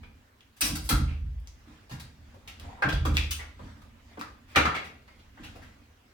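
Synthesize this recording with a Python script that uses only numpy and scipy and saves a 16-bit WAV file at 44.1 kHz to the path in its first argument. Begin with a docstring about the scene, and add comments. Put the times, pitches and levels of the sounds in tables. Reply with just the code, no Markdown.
"""Prying trim in a bare room

A long strip of painted wooden trim is worked loose from a hollow wall: paint and nails crack, the strip
knocks and scrapes, the wall booms, feet shuffle on a drop cloth. Runs of tiny slips ring the strip's modes,
pushes ring the wall's modes, and shaped noise makes cloth, house rumble and microphone hiss.
Hard walls put a bright tail on the wood, heard by a stereo microphone."""
import sys
import numpy as np
from scipy import signal
from scipy.fft import rfft, irfft, next_fast_len
from scipy.io import wavfile
from scipy.ndimage import uniform_filter1d, map_coordinates

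SR = 44100
rng = np.random.default_rng(int(sys.argv[2]) if len(sys.argv) > 2 else 0)


def gain_from_decibels(decibels):
    """Convert decibel values to linear amplitude factors."""
    exponent = np.asarray(decibels, float) / 20
    return 10 ** exponent


def digitize_waveform(pressure):
    """Quantize a signal to 16-bit integers and store it at the path in sys.argv[1].

    Rows of a 2-D input are taken as channels; values are limited to [-1, 1].
    """
    field = np.atleast_2d(pressure).T
    bounded = np.clip(field, -1, 1)
    quanta = np.round(bounded * 32767).astype(np.int16)
    wavfile.write(sys.argv[1], SR, quanta)


N = 270330  # length in samples

# Microphone noise. Each row: frequency in Hz, relative level in dB per Hz.
HISS_SPECTRUM = [(300, 15), (2000, -11), (8000, -7), (16000, -3)]
# Low rumble of the house. Each row: frequency in Hz, relative level in dB per Hz.
HOUSE_SPECTRUM = [(13, -0.5), (22, 2), (80, 5.5), (93, 5), (103, -1.5), (157, -10.5), (184, -14.5),
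                  (227, -4.5), (297, -10.5), (353, -38), (420, -34.5), (550, -47), (920, -120)]
# Grainy rustle of the drop cloth. Each row: frequency in Hz, relative level in dB per Hz.
CLOTH_SPECTRUM = [(180, -29.5), (300, 2), (800, 3), (1900, 1.5), (3400, -4), (7000, -11.5), (16000, -33)]
# Feet shifting on the cloth. Each row: peak time in seconds, rustle level in dB, weight on the floor in dB.
STEPS = [(0, -115, -46), (.3, -78, -61), (1.701, -58.5, -48.5), (2.3, -64, -54), (2.648, -54, -45.5),
         (3.65, -55, -45.5), (4.102, -61, -63.5), (5.149, -64.5, -72), (5.449, -54.5, -45),
         (5.669, -63, -73), (6.12, -71.5, -79)]

# Decay of the bare room. Each row: frequency in Hz, T60 in seconds.
ROOM_DECAY = [(200, 0.83), (1000, 0.41), (3000, 0.43), (7000, 0.36), (15000, 0.22)]
# Likeness of left and right at the microphone. Each row: frequency in Hz, correlation (no unit).
LEFT_RIGHT_LIKENESS = [(60, 0.98), (180, 0.94), (350, 0.75), (700, 0), (2000, 0.1), (10000, 0)]

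# Modes of the hollow wall. Each row: frequency in Hz, relative level in dB, undamped T60 in seconds.
WALL_MODES = [(48.93, 3, 1), (56.54, 2, 1), (75.2, 1, 0.79), (86, -4, 0.68), (128, 7, 0.34),
              (157.9, -0.5, 0.55), (198, 1, 0.24), (233.2, 4.5, 0.26), (285.5, 6.5, 0.22),
              (310, -3.5, 0.55)]
# Pushes that shake wall and floor. Each row: start in seconds, level in dB, centre in Hz.
THUMPS = [(0.623, -32, 278), (0.627, -32, 49.6), (.69, -26, 86), (0.71, -26, 198), (0.828, -27.5, 49.3),
          (0.904, -21, 215), (0.927, -13.5, 55.6), (.99, -22, 148), (1.021, -26.5, 51), (1.113, -25.5, 56),
          (1.215, -32.5, 74), (1.269, -25, 50), (1.673, -45.5, 268), (1.913, -29.5, 128), (2.844, -22, 124),
          (2.85, -27.5, 303), (2.932, -17, 68), (3.009, -18, 64.5), (3.062, -27.5, 276), (3.089, -20, 76.4),
          (3.117, -23.5, 137), (3.173, -32.5, 72), (3.261, -36.5, 68.4),]
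# The freed strip bumps the floor, deadened by the cloth. Each row: start in seconds, level in dB, centre in Hz.
FLOOR_BUMPS = [(3.598, -40.5, 192), (4.181, -37, 243), (4.566, -23, 91.3), (4.569, -24, 275),
               (4.651, -27.5, 198), (5.371, -60, 79), (5.398, -41, 250)]

# Modes of the wooden strip. Each row: frequency in Hz, width in Hz, relative level in dB.
STRIP_MODES = [(790, 70, 0), (970, 60, 0), (1210, 70, 0), (1340, 60, 0), (1595, 50, 2), (1950, 70, 0),
               (2150, 80, -2), (2400, 140, 0), (2700, 140, 0), (3350, 160, 0), (3900, 200, -1),
               (4700, 260, 0), (5150, 220, -1), (5920, 180, 0), (8800, 160, 0)]
# Brittle snaps of paint and nails. Each row: start in seconds, level in dB, centre in Hz, splinter level in dB.
SNAPS = [(0.407, -54.5, 3080, -16.5), (1.4, -67, 5800, 11.5), (1.473, -48.5, 6240, -11.5),
         (2.598, -46, 3200, -5), (3.169, -22.5, 2534, -21.5), (3.169, -26, 3470, -10.5),
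         (4.212, -32, 1145, -17.5)]
# The strip breaks free or knocks against wall and floor.
# Each row: start in seconds, level in dB, centre in Hz, body level in dB, splinter level in dB.
KNOCKS = [(0.03, -51.5, 2300, -7, -21), (0.607, -23, 8960, -21.5, 1.5), (0.613, -28, 2600, -20, -16),
          (0.616, -26.5, 5630, -19.5, -15.5), (0.752, -34, 4950, -7, 5), (0.889, -23.5, 4130, -6, 6),
          (0.905, -27, 1400, -8.5, -35.5), (1.894, -49.5, 4500, 3.5, -3), (1.996, -45, 4270, -8.5, -1.5),
          (2.34, -54, 1170, 13, -3.5), (2.474, -43, 2950, -12, -8.5), (2.82, -22, 1590, -7.5, -28.5),
          (2.826, -27, 1620, -8, -37), (2.886, -32, 3080, -4.5, -10.5), (2.924, -37, 3230, -11.5, -12),
          (3.05, -29, 1190, 6, -8), (3.307, -29.5, 2970, -25, 3), (3.59, -47.5, 1080, 4.5, -26),
          (3.667, -55.5, 1550, -5, -34), (3.815, -57, 1260, -9, -4.5), (4.171, -42, 1285, 4, -25),
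          (4.548, -33.5, 1900, -19, -42), (4.557, -17, 2243, -9.5, -18), (4.567, -19, 1440, -1.5, -26),
          (4.651, -22.5, 1270, -19.5, -28.5), (5.076, -54.5, 2170, -11, -21),
          (5.371, -51.5, 1700, -7, -45.5), (5.554, -49, 2350, 10, -5)]
# The strip drags, tears and creaks.
# Each row: start in seconds, level in dB, centre in Hz, splinter level in dB, decay time of the slips in seconds.
RUBS = [(0.562, -56.5, 2900, 3, .012), (0.641, -29.5, 5200, 8, 0.018), (0.834, -45.5, 4700, 10.5, 0.025),
        (1.07, -49, 2550, -21, 0.035), (1.905, -45, 1670, -6, 0.019), (2.628, -51, 730, -68, .04),
        (2.686, -48, 855, -83, .013), (2.706, -58, 1980, -41, .016), (2.765, -47.5, 950, -43, 0.046),
        (3.385, -41, 2040, -28, .024), (4.191, -48, 2560, -1, 0.0057), (3.132, -40.5, 3460, -5, 0.047),
        (5.187, -61.5, 3330, -14, 0.0092), (4.473, -54.5, 2300, -8.5, 0.067), (4.741, -31, 2230, -23, .015),
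        (4.838, -47.5, 2600, -7, .015), (5.43, -45.5, 2840, -9, 0.019), (5.614, -50.5, 1830, -12.5, 0.019)]

STEP_RISE_S, STEP_FALL_S = 0.077, 0.19
STILL_RUSTLE_DB, STILL_HOUSE_DB, HISS_DB = -65, -54.5, -70  # levels between steps; the hiss is constant
PUSH_RISE_S = 0.0082
THUMP_REACH_DB, BUMP_REACH_DB = 8.5, 29  # loss of a mode one octave off the centre
THUMP_DAMPED, BUMP_DAMPED = 0.76, 0.49  # share of the free ring time that is left
SNAP_S, KNOCK_S = 0.0011, 0.006  # decay time of the slips
SNAP_BODY_DB, RUB_BODY_DB = -27, -8
SNAP_WET_DB, WET_DB = 2, 11.5  # room over direct sound: snaps are heard drier than knocks and rubs
FOCUS_DB, FOCUS_OCTAVES = 13, 0.07  # lift of the modes near a contact's centre
HUMP_DB, HUMP_OCTAVES = 4, 0.26  # broad lift of everything near it
LOW_CUT_HZ = 33.7
BALANCE_DB = -1.2  # left over right


def unit(x):
    """Scaled to rms 1."""
    return x / np.sqrt(np.mean(x ** 2) + 1e-20)


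def along(points, hz):
    """Reads a curve of (Hz, value) points on a log frequency axis."""
    f, value = np.transpose(points)
    return np.interp(np.log(hz + 1), np.log(f + 1), value)


def wobble(rate):
    """A smooth random curve with rate knots a second."""
    knots = rng.standard_normal(int(N * rate / SR) + 4)
    return map_coordinates(knots, [np.arange(N) * rate / SR])


def filtered(x, response):
    """Multiplies the spectrum of x by a complex response of frequency."""
    n = x.shape[-1]
    m = next_fast_len(n + 8192)
    return irfft(rfft(x, m) * response(np.fft.rfftfreq(m, 1 / SR)), m)[..., :n]


def causal(gain):
    """The minimum-phase response with this gain, by folding the cepstrum."""
    cepstrum = irfft(np.log(gain + 1e-6))
    half = len(cepstrum) // 2
    cepstrum[1:half] *= 2
    cepstrum[half + 1:] = 0
    return np.exp(rfft(cepstrum))


def spread(pair):
    """Mixes two unrelated signals into left and right, alike in the bass."""
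    def mid_side_gains(hz):
        angle = np.arccos(np.clip(along(LEFT_RIGHT_LIKENESS, hz), -1, 1)) / 2
        return np.array([np.cos(angle), np.sin(angle)])

    mid, side = filtered(pair, mid_side_gains)
    return np.array([mid + side, mid - side])


def rush(spectrum, patchy_db):
    """Stereo noise of rms 1 whose gain varies in random patches of time and frequency."""
    z = signal.stft(rng.standard_normal((2, N)), nperseg=512)[2]
    patches = uniform_filter1d(rng.standard_normal(z.shape[1:]), 6, 0)
    patches = unit(uniform_filter1d(patches, 10, 1))
    pair = signal.istft(z * gain_from_decibels(patchy_db * patches), nperseg=512)[1][:, :N]
    return unit(spread(filtered(pair, lambda hz: gain_from_decibels(along(spectrum, hz)))))


def room(x, wet_db, near_db, gap, left_db):
    """Direct sound, near-corner echoes and a fresh tail in which each frequency dies at its own speed."""
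    hz, t, z = signal.stft(rng.standard_normal((2, len(x))), SR, nperseg=256)
    decay = gain_from_decibels(-60 * t / along(ROOM_DECAY, hz)[:, None])
    tail = spread(signal.istft(z * decay, SR, nperseg=256)[1][:, :len(x)])
    t = np.arange(len(x)) / SR
    near_echoes = gain_from_decibels(near_db - 60 * t / 0.1)
    tail *= np.clip(t / gap, 0, 1) * (1 + near_echoes)  # the reflections fade in over the gap
    tail *= gain_from_decibels(wet_db) / np.sqrt(np.mean(np.sum(tail ** 2, 1)))
    tail[0, 10] += 1  # the direct sound reaches the right port first
    tail[1, 0] += 1
    sides = gain_from_decibels([[left_db / 2], [-left_db / 2]])
    return signal.fftconvolve(x[None], tail * sides, axes=1)[:, :len(x)]


def microphone_hiss():
    """Steady noise of the microphone, nearly even in time."""
    return gain_from_decibels(HISS_DB) * rush(HISS_SPECTRUM, patchy_db=0.5)


def step_level(still_db, step_db):
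    """Adds the power of the exponential swell of every step to a still level."""
    t = np.arange(N) / SR - np.transpose(STEPS)[0][:, None]
    swell = np.exp(np.where(t < 0, t / STEP_RISE_S, -t / STEP_FALL_S))
    return np.sqrt(gain_from_decibels(still_db) ** 2 + np.sum((gain_from_decibels(step_db)[:, None] * swell) ** 2, 0))


def house_rumble():
    """Low noise of the house that wavers slowly and swells as weight comes onto the floor."""
    weight_db = np.transpose(STEPS)[2]
    house = rush(HOUSE_SPECTRUM, patchy_db=1.2)
    return step_level(STILL_HOUSE_DB, weight_db) * gain_from_decibels(2.65 * wobble(3.5)) * house


def cloth_rustle():
    """Grainy noise of the drop cloth that swells with each step and flickers slowly and quickly."""
    rustle_db = np.transpose(STEPS)[1]
    flicker = gain_from_decibels(0.5 * wobble(1.9) + 0.4 * wobble(60))
    return step_level(STILL_RUSTLE_DB, rustle_db) * flicker * rush(CLOTH_SPECTRUM, patchy_db=2.2)


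def wall():
    """Smooth pushes ring the modes near their centre; a hand on the wood, or the cloth, damps them."""
    size = int(1.2 * SR)
    out, t = np.zeros(N + size), np.arange(size) / SR
    pushes = [(*row, THUMP_REACH_DB, THUMP_DAMPED) for row in THUMPS]
    pushes += [(*row, BUMP_REACH_DB, BUMP_DAMPED) for row in FLOOR_BUMPS]
    for start, db, centre_hz, reach_db, damped in pushes:
        ring = np.zeros(size)
        for hz, level, t60 in WALL_MODES:
            mode_db = level - reach_db * np.log2(hz / centre_hz) ** 2
            ring += gain_from_decibels(mode_db - 60 * t / (t60 * damped)) * np.sin(2 * np.pi * hz * t)
        ring *= 1 - np.exp(-t / PUSH_RISE_S)
        out[round(start * SR):][:size] += gain_from_decibels(db) * ring / np.abs(ring).max()
    return out[:N]


def contact(db, centre_hz, body_db, splinter_db, length, wet_db):
    """A run of tiny slips that rings the strip, above all its modes near the contact's centre."""
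    size = int(0.7 * SR)
    t = np.arange(size) / SR
    slips = rng.standard_normal(size) * gain_from_decibels(2.97 * rng.standard_normal(size))
    slips *= np.exp(-t / length) * (1 - np.exp(-t / (0.26 * length)))  # long contacts swell, short ones snap
    # the main break stands out of a short run
    slips[round(0.4 * length * SR)] += 14 * min(1, KNOCK_S / length) ** 2

    hz, width, level = np.transpose(STRIP_MODES)[:, :, None]
    focus = np.exp(-(np.log2(hz / centre_hz) / FOCUS_OCTAVES) ** 2)
    level = level + FOCUS_DB * focus - 6
    level = level + 1.5 * rng.standard_normal(hz.shape)  # every contact excites the modes a little differently
    # (Hz, dB per octave)
    shape = [(40, body_db - 31), (120, body_db - 30), (500, body_db), (centre_hz, 0), (11000, splinter_db)]

    def colour(f):
        modes = 1 + np.sum(gain_from_decibels(level) / (1 + (2 * (f - hz) / width) ** 2), 0)
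        hump_db = HUMP_DB * np.exp(-(np.log2((f + 1) / centre_hz) / HUMP_OCTAVES) ** 2)
        return causal(gain_from_decibels(along(shape, f) + hump_db) * modes / np.sqrt(f + 50))

    sound = room(filtered(slips, colour), wet_db=wet_db, near_db=-5, gap=0.0027, left_db=2.1)
    loudest = np.sqrt(uniform_filter1d(np.mean(sound ** 2, 0), 400).max())  # short-term rms
    return gain_from_decibels(db) * sound / loudest


def strip():
    """Snaps, knocks and rubs differ in how long the contact lasts and how much of the board's body it moves."""
    out = np.zeros((2, N + SR))
    rows = [(s, db, hz, SNAP_BODY_DB, top, SNAP_S, SNAP_WET_DB) for s, db, hz, top in SNAPS]
    rows += [(*row, KNOCK_S, WET_DB) for row in KNOCKS]
    rows += [(s, db, hz, RUB_BODY_DB, top, length, WET_DB) for s, db, hz, top, length in RUBS]
    for start, *how in rows:
        sound = contact(*how)
        out[:, round(start * SR):][:, :sound.shape[1]] += sound
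    return out[:, :N]


def scene():
    """All sources at the microphone."""
    background = microphone_hiss() + house_rumble() + cloth_rustle()
    boom = room(wall(), wet_db=-12, near_db=-10, gap=0.012, left_db=0)
    return background + boom + strip()


def band_limit(x):
    """A steep low-pass at the top of the band."""
    return signal.sosfilt(signal.butter(12, 16810, fs=SR, output="sos"), x)


def record(dry):
    """The microphone loses the deepest bass and its right port is a little more sensitive."""
    low_cut = lambda hz: (1j * hz / (LOW_CUT_HZ + 1j * hz)) ** 2
    balance = gain_from_decibels([[BALANCE_DB / 2], [-BALANCE_DB / 2]])
    return band_limit(filtered(dry, low_cut) * balance)


dry = scene()
out = record(dry)
digitize_waveform(out)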